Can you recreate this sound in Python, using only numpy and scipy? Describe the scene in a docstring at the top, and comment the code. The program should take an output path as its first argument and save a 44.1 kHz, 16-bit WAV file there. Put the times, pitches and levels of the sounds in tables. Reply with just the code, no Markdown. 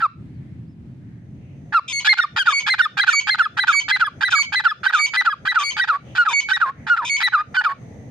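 """Dry open ground: a grey francolin repeats a harsh phrase in which barks and falling slurs mostly alternate.
Chaotic pulses ring throat and beak as a rasp, then harmonic tones lock in; some jump to a high register
and some notes lead into held whistles. The ground ripples the treble; rough walls return a smeared tail.
Behind: low rumble and a brighter hiss of filtered noise, faint sine chirps and noise-band calls of far birds.
Gain control pushes this background down while the francolin calls."""
import sys
import numpy as np
from scipy import signal
from scipy.fft import rfft, irfft, next_fast_len
from scipy.io import wavfile
from scipy.ndimage import uniform_filter1d, map_coordinates

SR = 44100
rng = np.random.default_rng(int(sys.argv[2]) if len(sys.argv) > 2 else 0)


def generate_wav(signal):
    """Clip the signal to [-1, 1] and save it as 16-bit WAV at the path in sys.argv[1]."""
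    frames = np.transpose(np.atleast_2d(signal))
    scaled = np.clip(frames, -1, 1) * 32767
    pcm = np.round(scaled).astype(np.int16)
    wavfile.write(sys.argv[1], SR, pcm)


N = 357298
TIME = np.arange(N) / SR
CUTOFF_HZ = 15500


def from_db(db):
    """Decibels to amplitude gain."""
    return 10 ** (np.asarray(db) / 20)


def rms_one(x):
    """Scale to unit power."""
    return x / np.sqrt(np.mean(x ** 2) + 1e-20)


def evened(x, size=500):
    """Hold the power steady over a window of size samples, about 10 ms."""
    return x / np.sqrt(uniform_filter1d(x ** 2, size) + 1e-12)


def at_hz(points, hz, axis=1):
    """Read one column of a spectrum table on a log-frequency axis."""
    points = np.array(points)
    return np.interp(np.log(np.maximum(hz, 1)), np.log(points[:, 0]), points[:, axis])


def wander(size, rate_hz):
    """Gaussian values at rate_hz, joined by straight lines."""
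    steps = np.arange(size) * rate_hz / SR
    return map_coordinates(rng.standard_normal(size), [steps], order=1, mode="wrap")


def band(x, low_hz, high_hz, order=2):
    """Butterworth band-pass."""
    edges = [low_hz, min(high_hz, .49 * SR)]
    return signal.sosfilt(signal.butter(order, edges, "band", fs=SR, output="sos"), x)


def resonate(x, modes):
    """Parallel two-pole resonances with alternating signs."""
    out = 0
    for k, (hz, width_hz, db) in enumerate(modes):
        r = np.exp(-np.pi * width_hz / SR)
        gain = (-1) ** k * from_db(db) * (1 - r * r) / 2
        poles = [1, -2 * r * np.cos(2 * np.pi * hz / SR), r * r]
        out = out + gain * signal.lfilter([1, 0, -1], poles, x)
    return out


def stretch(start, end, edge_s):
    """Samples of a note, its progress 0-1, and a gate with soft edges."""
    at = np.arange(max(0, int((start - edge_s) * SR)), min(N, int((end + edge_s) * SR)))
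    inside = np.minimum(TIME[at] - start, end - TIME[at])
    progress = np.clip((TIME[at] - start) / (end - start), 0, 1)
    gate = .5 + .5 * np.sin(np.pi / 2 * np.clip(inside / edge_s, -1, 1))
    return at, progress, gate


def arch(pitches, progress):
    """A smooth polynomial pitch glide through evenly spaced points."""
    spots = np.linspace(0, 1, len(pitches))
    return np.polyval(np.polyfit(spots, pitches, len(pitches) - 1), progress)


# left-right likeness of the background noise: f/Hz, likeness/1 (below 0 counts as 0)
LIKENESS = [(60, 0.95), (180, 0.95), (550, 0.71), (1650, -0.45), (4970, -0.067), (15000, 0.13)]


def background_noise(spectrum):
    """Stereo noise of unit power: a shared mid and an opposed side, nearly alike in the bass."""
    size = next_fast_len(N, True)
    hz = np.fft.rfftfreq(size, 1 / SR)
    mid, side = rfft(rng.standard_normal((2, size))) * from_db(at_hz(spectrum, hz))
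    alike = np.clip(at_hz(LIKENESS, hz), 0, 1)
    return rms_one(irfft(np.sqrt(1 + alike) * mid + np.sqrt(1 - alike) * side * [[1], [-1]])[:, :N])


# steady spectral shapes of the rumble and the brighter hiss: f/Hz, relative density/dB
RUMBLE_SPECTRUM = [(25, -28), (42, -26.5), (65, -9), (125, 1), (200, -5.5), (300, -12), (450, -29),
                   (700, -35), (1100, -41), (2000, -40.5), (3000, -46.5), (6200, -57.5), (10000, -62.5),
                   (15000, -78.5)]
BRIGHT_SPECTRUM = [(100, -21.5), (230, -11.5), (450, -3.5), (700, -7.5), (1000, -19.5), (1500, -29),
                   (1950, -16), (2700, -31.5), (5300, -38), (6300, -23), (7100, -40.5), (9000, -41.5),
                   (12000, -52)]
# mean background levels before gain control: t/s, rumble level/dB, bright hiss level/dB
BACKGROUND_LEVELS = [(0, -37, -80.5), (1.1, -39, -72), (1.702, -39, -58), (2.3, -40.5, -46.5),
                     (3.5, -35.5, -44.5), (4.5, -38, -45), (5.7, -41, -49), (6.3, -38.5, -43.5),
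                     (8.1, -38, -50)]


def rumble_and_hiss(lump_db=1.37, bright_lump_db=2.5):
    """A lumpy low rumble, and a brighter hiss with low-mid body whose level rises, then varies."""
    s, rumble_db, bright_db = np.transpose(BACKGROUND_LEVELS)
    rumble_level_db = np.interp(TIME, s, rumble_db) + lump_db * wander(N, 8.1)
    bright_level_db = np.interp(TIME, s, bright_db) + bright_lump_db * wander(N, 2.648)
    low = background_noise(RUMBLE_SPECTRUM) * from_db(rumble_level_db)
    return low + background_noise(BRIGHT_SPECTRUM) * from_db(bright_level_db)


# far chirps before gain control: start t/s, end t/s, start f/Hz, middle f/Hz, end f/Hz, peak level/dB
CHIRPS = [(.26, .31, 3500, 3900, 4400, -77), (.34, .39, 4750, 4400, 3900, -75),
          (.67, .74, 4400, 5200, 4750, -74), (.88, .93, 4200, 4600, 4300, -79)]
# distance-blurred calls before gain control: start t/s, end t/s, centre f/Hz, level/dB
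FAR_CALLS = [(0.282, 0.587, 1940, -66), (6.06, 6.155, 2900, -53), (1.0, 1.276, 1800, -66),
             (1.392, 1.583, 2400, -63.5), (6.744, 6.86, 1900, -51.5), (7.779, 8.055, 1930, -68)]


def small_birds(blur=0.15):
    """Thin gliding sine chirps, and farther calls that arrive as soft noise bands."""
    out = np.zeros((2, N))
    for start, end, *pitches, db in CHIRPS:
        at, progress, gate = stretch(start, end, .012)
        hz = arch(pitches, progress) * (1 + 0.012 * wander(len(at), 640))
        out[:, at] += from_db(db) * gate * np.sin(2 * np.pi * np.cumsum(hz) / SR)
    for start, end, hz, db in FAR_CALLS:
        at, _, gate = stretch(start, end, 0.089)
        call = band(rng.standard_normal((2, len(at))), hz * (1 - blur), hz * (1 + blur))
        out[:, at] += from_db(db) * gate * rms_one(call)
    return out


def background_gain(bird, threshold_db=-35, share=1.0, release_db_per_s=140, depth_db=20):
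    """Gain control: the louder the bird, the further the background sinks; it recovers in the pauses."""
    power = uniform_filter1d(np.mean(bird ** 2, axis=0), size=256)
    level_db = 10 * np.log10(np.abs(power) + 1e-12)
    release_db = release_db_per_s * TIME
    held_db = np.maximum.accumulate(level_db + release_db) - release_db
    return from_db(-np.clip(share * (held_db - threshold_db), 0, depth_db))


def yard(voice, far_db=-25, far_t60_s=0.35, wall_s=0.067, spread_s=0.041, wall_db=-25):
    """A thin decaying tail from the surroundings and a bright, smeared return from rough walls."""
    t = TIME[:SR // 2]
    far, wall = rng.standard_normal((2, 2, len(t)))
    far = band(far * from_db(-60 * t / far_t60_s), 1600, 7000, order=1)
    wall = band(wall * np.exp(-.5 * ((t - wall_s) / spread_s) ** 2), 2000, 7200, order=4)
    wall = wall + from_db(5.5) * resonate(wall, [(2218, 95, 0)])
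    response = (from_db(far_db) * rms_one(far) + from_db(wall_db) * rms_one(wall)) / np.sqrt(len(t))
    return signal.fftconvolve(voice[None], response, axes=1)[:, :N]


def ground(voice, bounce_db=-10, shift_s=0.00019, count=3):
    """Bounces off the ground ripple the treble; their paths shift as the bird and the microphone move."""
    treble = band(voice, 2600, 15000, order=2)
    out = np.zeros((2, N))
    for side in out:
        for delay_s in rng.uniform(.0005, .003, count):
            path_s = delay_s + shift_s * wander(N, 1.5)
            side += from_db(bounce_db) * np.interp(TIME - path_s, TIME, treble, left=0)
    return out


# voice at two microphone ports, before power levelling: f/Hz, left-right level/dB, left lead/rad
PORTS = [(780, -1.5, 0.73), (1342, 0.1, -0.59), (1590, -5, -0.82), (1850, 0.5, -1.9), (2350, -7.5, 2.2),
         (2500, 3.5, -0.22), (3380, 7, 1.5), (3985, 6, -0.31), (4700, 7.5, -0.58), (5300, 2.5, 1.8),
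         (6800, 2, 1.6), (9500, -0.5, 1.3), (10500, 14, -0.29), (14000, 8, 0)]


def at_ports(voice):
    """The microphone body colours each side differently, in level and phase."""
    size = next_fast_len(N, True)
    hz = np.fft.rfftfreq(size, 1 / SR)
    side = np.array([[.5], [-.5]])
    gains = from_db(side * at_hz(PORTS, hz))
    gains = gains / np.sqrt(np.mean(gains ** 2, axis=0))
    turn = np.exp(1j * side * at_hz(PORTS, hz, axis=2))
    return irfft(rfft(voice, size) * gains * turn)[:, :N]


def chaos(pulse_hz, scatter, size_db, air):
    """The membranes slap at uneven intervals with uneven force, and air hisses through."""
    cycles = np.cumsum(pulse_hz * np.exp(scatter * wander(N, 800))) / SR
    slaps = np.diff(np.floor(cycles), prepend=0) * from_db(size_db * rng.standard_normal(N))
    return rms_one(slaps) + air * rng.standard_normal(N)


# rasp resonances before levelling: f/Hz, width/Hz, relative level/dB
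THROAT = [(868.5, 49, -5.5), (1246, 224, 2.5), (1609, 536, 2)]
BEAK = [(2353, 73, 5.5), (3260, 540, -3.5), (4795, 530, 0.5), (7460, 950, -13.5), (8400, 1300, -21.5),
        (9660, 1200, -23.5), (11600, 1000, -33)]


def rasps(stretches, throat_db=0.0, beak_db=3.0, beak_lag_s=0.0027):
    """Chaotic pulses ring the throat and beak before a tone locks in and after it lets go."""
    pulses = chaos(pulse_hz=800, scatter=.17, size_db=4.0, air=.08)
    throat = evened(band(resonate(pulses, THROAT), 770, 1950, order=4), size=360)
    beak = evened(band(resonate(pulses, BEAK), 2350, 14500, order=4), size=360)
    beak = rms_one(band(beak, 1000, 4530, order=4) + from_db(-11.0) * beak)
    out = np.zeros(N)
    for start, end, low_db, high_db, slope_db in stretches:
        at, progress, gate = stretch(start, end, .002)
        # treble follows as the beak opens
        opening = 1 - np.exp(-np.maximum(TIME[at] - start + 0.00061, 0) / beak_lag_s)
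        ringing = from_db(low_db + throat_db) * throat[at]
        ringing = ringing + from_db(high_db + beak_db) * opening * beak[at]
        out[at] += gate * from_db(slope_db * (progress - 1.11)) * ringing
    return out


def tones(notes, overtones, jitter, shimmer_db, flutter_db, edge_s, fray=0.015, count=10):
    """The syrinx locked on one pitch: a nearly steady oscillation whose upper harmonics flutter."""
    out = np.zeros(N)
    for start, end, pitches, levels, second_db in notes:
        at, progress, gate = stretch(start, end, edge_s)
        # least stable as it locks in and lets go
        unrest = 1 + 2 * (2 * progress - 1) ** 4
        # a slack syrinx, sagging in pitch, starts to rattle
        unrest += np.clip((1250 - arch(pitches, progress)) / 60, 0, 3)
        hz = arch(pitches, progress) * (1 + jitter * unrest * wander(len(at), 900))
        phase = 2 * np.pi * np.cumsum(hz) / SR
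        wave = np.sin(phase) + from_db(second_db) * np.sin(2 * phase + rng.uniform(0, 2 * np.pi))
        for k in range(3, count + 1):
            db = at_hz(overtones, k * hz) + flutter_db * min(k / 6, 1) * wander(len(at), 110)
            # upper harmonics follow a strong second only in part
            db += second_db - 0.26 * max(second_db + 6.0, 0)
            smear = fray * k * wander(len(at), 1400)
            harmonic = np.sin(k * phase + smear + rng.uniform(0, 2 * np.pi))
            wave += from_db(db) * (k * hz < CUTOFF_HZ) * harmonic
        level_db = np.interp(progress, np.linspace(0, 1, len(levels)), levels)
        level_db = level_db + shimmer_db * unrest * wander(len(at), 1200)
        out[at] += np.sqrt(2) * from_db(level_db) * gate * wave
    return out


# held whistles: start t/s, mean f/Hz, mid-note fundamental level/dB, second harmonic re fundamental/dB
WHISTLES = [(1.928, 2201, -24, -2), (2.527, 2242, -17.5, -12), (3.128, 2258, -18.5, -7),
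            (3.729, 2252, -18.5, -8), (4.352, 2249, -18.5, -8), (4.990, 2259, -19.5, -7),
            (5.635, 2248, -20.5, -8), (6.333, 2240, -17.5, -10), (7.096, 2227, -16.5, -13)]
WHISTLE_S, WHISTLE_SAG_HZ, WHISTLE_SWELL_DB = 0.071, 14, 2.5


def whistle_tones():
    """A whistle holds for a set time, sagging a little as it swells."""
    ramp = np.array([-.5, .5])
    notes = []
    for s, hz, db, second_db in WHISTLES:
        pitches, levels = hz - WHISTLE_SAG_HZ * ramp, db + WHISTLE_SWELL_DB * ramp
        notes.append((s, s + WHISTLE_S, pitches, levels, second_db))
    return notes


# rasp resonances into and out of a whistle, before levelling: f/Hz, width/Hz, relative level/dB
LEAD_IN = [(2380, 73, -0.5), (3170, 120, 0), (3640, 120, -5), (5100, 210, -14), (6350, 710, -13.5),
           (9100, 2000, -18.5), (12000, 2400, -43)]
RELEASE = [(2292, 73, -5), (3090, 96, -5), (4500, 230, -18), (6356, 89, -4), (8800, 600, -26.5),
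           (11000, 630, -51), (12640, 600, -54.5)]


def whistle_rasps(lead_s=0.047, lead_db=-28, release_s=0.054, release_db=-26, fall_db=24):
    """The tightened syrinx scrapes on its way into a whistle and spits as it lets go."""
    scrape = chaos(pulse_hz=1230, scatter=.09, size_db=4.0, air=.1)
    spit = chaos(pulse_hz=1060, scatter=.16, size_db=4.0, air=.1)
    lead = evened(band(resonate(scrape, LEAD_IN), 2150, 9700, order=4))
    release = evened(band(resonate(spit, RELEASE), 1700, 13500, order=4))
    lead, release = (rms_one(band(x, 1200, 7200, order=4) + from_db(-16.5) * x) for x in (lead, release))
    out = np.zeros(N)
    for start, *_ in WHISTLES:
        end = start + WHISTLE_S
        at, _, gate = stretch(start - lead_s, start, 0.0038)
        out[at] += from_db(lead_db) * gate * lead[at]
        at, progress, gate = stretch(end, end + release_s, 0.0017)
        out[at] += from_db(release_db - fall_db * progress) * gate * release[at]
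    return out


def whistle_ends(pitch_hz=1010, level_db=-44, fade_db=5, second_db=-4, before_db=-46):
    """Either side of a whistle the syrinx drops to a soft buzz whose third harmonic rings in the beak."""
    before, after = [], []
    for start, *_ in WHISTLES:
        end = start + WHISTLE_S
        before.append((start - .025, start, [pitch_hz, pitch_hz], [before_db, before_db], second_db))
        levels = [level_db, level_db - fade_db]
        after.append((end + .006, end + 0.032, [pitch_hz, .98 * pitch_hz], levels, second_db))
    overtones = [(3000, 12), (4000, 0), (6500, -2), (9000, -22)]
    return tones(before + after, overtones, jitter=.012, shimmer_db=1.0, flutter_db=3, edge_s=.008)


# slurs: low tone start t/s, low tone/s, high tone/s (0: none), start f/Hz, lowest f/Hz,
# peak level/dB, late level/dB, second harmonic re fundamental/dB, relative beak level/dB
SLURS = [(2.184, .021, .033, 1583, 1192, -9, -16, -20, -26),
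         (2.468, .038, .015, 1548, 1128, -7.5, -21, -28.5, -27),
         (2.794, .023, .037, 1620, 1236, -7.5, -16, -19.5, -26),
         (3.077, 0.024, .031, 1604, 1240, -7.5, -19.5, -22.5, -26),
         (3.393, .031, .032, 1590, 1257, -8, -17.5, -24.5, -28.5),
         (3.680, .040, .020, 1573, 1180, -8, -24.5, -28.5, -25),
         (4.008, .036, .028, 1587, 1188, -9, -20.5, -27, -26.5),
         (4.325, .040, .020, 1560, 1190, -9.5, -22, -31, -22),
         (4.650, 0.031, .032, 1572, 1243, -8.5, -19, -24.5, -30),
         (4.935, .083, 0, 1575, 1184, -9, -22, -23, -29.5),
         (5.26, .039, .028, 1547, 1206, -9.5, -20, -28.5, -29.5),
         (5.556, .089, 0, 1560, 1125, -9.5, -22.5, -29, -32),
         (5.886, 0.088, 0, 1541, 1099, -10.5, -20.5, -25.5, -31.5),
         (6.262, .084, 0, 1457, 920, -12.5, -28, -32.5, -37),
         (6.613, .099, 0, 1526, 1034, -10, -23.5, -30, -36),
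         (6.975, .084, 0, 1480, 921, -16.5, -26.5, -31, -37.5),
         (7.333, 0.093, 0, 1525, 1177, -9, -20, -25.5, -41),
         (7.648, .088, 0, 1474, 1073, -11.5, -25, -26, -30.5)]
SLUR_SAG_HZ_PER_S, SLUR_REBOUND_HZ_PER_S = 10000, 1500
SLUR_ATTACK_S, SLUR_SWELL_DB, SLUR_FADE_DB_PER_S = .018, 7, 619
SLUR_RASP_LEAD_S, SLUR_RASP_LAP_S, SLUR_RASP_DB, SLUR_RASP_SWELL_DB = 0.012, 0.0062, -20, 9
RATTLE_AFTER_S, RATTLE_THROAT_DB, RATTLE_BEAK_DB = .044, -31, -51.5
RATTLE_RELEASE_S, RATTLE_RELEASE_DB = .012, 9
# high tone: the later it comes, the lower
FLIP_HZ, FLIP_SAG_HZ_PER_S, FLIP_SCOOP_HZ, FLIP_DROOP_HZ = 2049, 9500, 21, 135
FLIP_DB, FLIP_SWELL_DB, FLIP_SECOND_DB = -27, 4.5, 14
# short low tone that ends a flipped slur
DROP_S, DROP_GLIDE_HZ, DROP_SWELL_DB, DROP_FADE_DB, DROP_SECOND_DB = .017, 92.5, 3.5, 11.5, -24


def slur_parts(count=6, size=24):
    """A brief rasp and a falling tone that rattles on low, or flips to the high register and drops back."""
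    low, high, rough = [], [], []
    for start, low_s, high_s, hz, lowest_hz, peak_db, late_db, second_db, beak_db in SLURS:
        end = start + low_s
        # past its lowest pitch it creeps up again
        past_lowest = np.linspace(0, low_s, count) - (hz - lowest_hz) / SLUR_SAG_HZ_PER_S
        climb_hz = np.maximum(-SLUR_SAG_HZ_PER_S * past_lowest, SLUR_REBOUND_HZ_PER_S * past_lowest)
        pitches = lowest_hz + climb_hz
        t = np.linspace(0, low_s, size)
        past_peak = t - SLUR_ATTACK_S
        swell = peak_db + SLUR_SWELL_DB * past_peak / SLUR_ATTACK_S
        fade = np.maximum(peak_db - SLUR_FADE_DB_PER_S * past_peak, late_db)
        levels = np.where(past_peak < 0, swell, fade)
        rasp_start, rasp_end = start - SLUR_RASP_LEAD_S, start + SLUR_RASP_LAP_S
        rough.append((rasp_start, rasp_end, SLUR_RASP_DB, beak_db, SLUR_RASP_SWELL_DB))
        if high_s > .01:
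            drop, crest = end + high_s, FLIP_HZ - FLIP_SAG_HZ_PER_S * low_s
            flip_pitches = [crest - FLIP_SCOOP_HZ, crest, crest - FLIP_DROOP_HZ]
            high.append((end, drop, flip_pitches, [FLIP_DB, FLIP_DB + FLIP_SWELL_DB], second_db + FLIP_SECOND_DB))
            drop_pitches = [lowest_hz + DROP_GLIDE_HZ, lowest_hz - DROP_GLIDE_HZ]
            drop_levels = [late_db - DROP_SWELL_DB, late_db, late_db - DROP_FADE_DB / 6, late_db - DROP_FADE_DB]
            low.append((drop, drop + DROP_S, drop_pitches, drop_levels, DROP_SECOND_DB))
        else:
            levels = levels - RATTLE_RELEASE_DB * np.clip(1 - (low_s - t) / RATTLE_RELEASE_S, 0, 1)
            rattle_end = end - RATTLE_RELEASE_S
            rough.append((start + RATTLE_AFTER_S, rattle_end, RATTLE_THROAT_DB, RATTLE_BEAK_DB, 0))
        low.append((start, end, pitches, levels, second_db))
    return low, high, rough


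# barks: start t/s, rasp/s, low tone/s, high tone/s (0: none), low tone f/Hz, low tone sag/Hz, peak level/dB,
# late level/dB, second harmonic re fundamental/dB, relative throat level/dB, relative beak level/dB
BARKS = [(0.0, .023, .044, 0, 1373, 302.5, -12, -22, -27.5, -24, -42.5),
         (1.724, .021, .052, 0, 1399, 303, -11, -21.5, -23, -20, -38),
         (2.047, .028, .018, 0.037, 1711, -2, -10, -13, -13, -19.5, -19),
         (2.362, .029, 0.041, 0, 1637, 241.5, -17, -26, -4.5, -16.5, -24),
         (2.664, 0.029, 0.0078, 0.038, 1662, 5, -14.5, -16.5, -13, -17.5, -23.5),
         (2.971, 0.027, .014, 0.023, 1628, 1.5, -11.5, -19.5, -10, -17, -24.5),
         (3.270, .025, .010, .040, 1673, -3, -11, -20, -10, -18.5, -26),
         (3.570, .023, 0.0081, 0.035, 1610, -5, -9.5, -22.5, -12, -18, -29),
         (3.882, 0.03, 0.0092, .040, 1637, -4, -11, -18, -18, -20, -24),
         (4.208, .026, .014, .035, 1593, -8, -11.5, -20, -15, -19, -29),
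         (4.523, .024, .010, .042, 1614, 3, -16.5, -17.5, -15, -19.5, -26.5),
         (4.833, 0.031, 0.014, .021, 1550, -9, -9.5, -23, -16.5, -19.5, -31),
         (5.135, 0.028, .008, .042, 1607, -8, -19, -16.5, -19.5, -19, -27),
         (5.452, .023, 0.01, .034, 1584, 1, -11.5, -20.5, -17, -20.5, -32),
         (5.766, 0.03, 0.015, .030, 1539, -8.5, -12, -19.5, -17, -21, -28),
         (6.151, 0.031, 0.058, 0, 1460, 116.5, -9.5, -21.5, -20.5, -23, -30),
         (6.486, .028, 0.018, .034, 1532, -2.5, -12, -20.5, -15.5, -20, -28),
         (6.867, .033, .057, 0, 1454, 144, -10.5, -22.5, -25, -22, -35),
         (7.202, .025, 0.0034, .045, 1588, 0, -23, -17.5, -15, -20, -26),
         (7.543, 0.025, 0.042, 0, 1514, 90, -13, -22.5, -17.5, -20.5, -32.5)]
# high tone: pitch ratio to the low tone, start and end below its crest
BARK_JUMP, BARK_SCOOP_HZ, BARK_DROOP_HZ = 1.255, 53.3, 125
BARK_SWELL_DB, BARK_HIGH_SECOND_DB = 1.5, 9.5
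OVERLAP_S, RASP_SWELL_DB = 0.0011, 4
CLOSE_S, CLOSE_THROAT_DB, CLOSE_BEAK_DB, CLOSE_FADE_DB = .013, -4, -13, 4.5


def bark_parts():
    """A rasp swells into a low tone, mostly followed by a jump to the high register and a closing rasp."""
    low, high, rough = [], [], []
    for start, rasp_s, low_s, high_s, hz, sag_hz, peak_db, late_db, second_db, throat_db, beak_db in BARKS:
        lock = start + rasp_s
        jump = end = lock + low_s
        levels = [peak_db - BARK_SWELL_DB, peak_db, peak_db + (late_db - peak_db) / 6, late_db]
        low.append((lock, jump, [hz, hz - sag_hz / 4, hz - sag_hz], levels, second_db))
        if high_s > .01:
            end, crest = jump + high_s, BARK_JUMP * hz
            pitches = [crest - BARK_SCOOP_HZ, crest, crest - BARK_DROOP_HZ]
            high.append((jump, end, pitches, [late_db, late_db], second_db + BARK_HIGH_SECOND_DB))
        rough.append((start, lock + OVERLAP_S, throat_db, beak_db, RASP_SWELL_DB))
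        # a note that has sagged is too slack to rasp again
        if sag_hz < 100:
            close_throat_db, close_beak_db = throat_db + CLOSE_THROAT_DB, beak_db + CLOSE_BEAK_DB
            rough.append((end, end + CLOSE_S, close_throat_db, close_beak_db, -CLOSE_FADE_DB))
    return low, high, rough


# harmonics from the third, re second before its partial coupling: f/Hz, level/dB
LOW_OVERTONES = [(3000, -13.5), (4000, -5), (5200, -16), (6500, -27.5), (8500, -30), (11000, -41.5),
                 (14000, -61)]
HIGH_OVERTONES = [(5000, -6.5), (6200, -30.5), (8000, -34.5), (10000, -31.5), (12000, -47), (14000, -56.5)]
WHISTLE_OVERTONES = [(6700, -6), (9000, -18.5), (11200, -31), (13500, -36.5), (15500, -53.5)]


def francolin(hiss_db=-38):
    """Low and high registers, whistles and the rasps between them, heard in the open."""
    low_notes, high_notes, rough = (barks + slurs for barks, slurs in zip(bark_parts(), slur_parts()))
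    low = tones(low_notes, LOW_OVERTONES, jitter=0.0043, shimmer_db=0.45, flutter_db=6.5,
                edge_s=0.0036, fray=.13)
    high = from_db(-0.25) * tones(high_notes, HIGH_OVERTONES, jitter=0.0024, shimmer_db=0.7,
                                  flutter_db=10.0, edge_s=0.0015)
    high += tones(whistle_tones(), WHISTLE_OVERTONES, jitter=.0012, shimmer_db=0.18,
                  flutter_db=4.0, edge_s=0.0026)
    # air hisses in step with the oscillation, most through the tightened syrinx
    hiss = from_db(hiss_db) * band((high + 0.57 * low) * rng.standard_normal(N), 2500, 11000)
    voice = low + high + hiss + rasps(rough) + whistle_rasps() + whistle_ends()
    return at_ports(voice + ground(voice)) + yard(voice)


def scene():
    """The francolin in front of the ducked background."""
    bird = francolin()
    return bird + background_gain(bird) * (rumble_and_hiss() + small_birds())


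def record(dry):
    """A steep elliptic low-pass cuts the top."""
    return signal.sosfilt(signal.ellip(10, .1, 80, CUTOFF_HZ, fs=SR, output="sos"), dry)


dry = scene()
out = record(dry)
generate_wav(out)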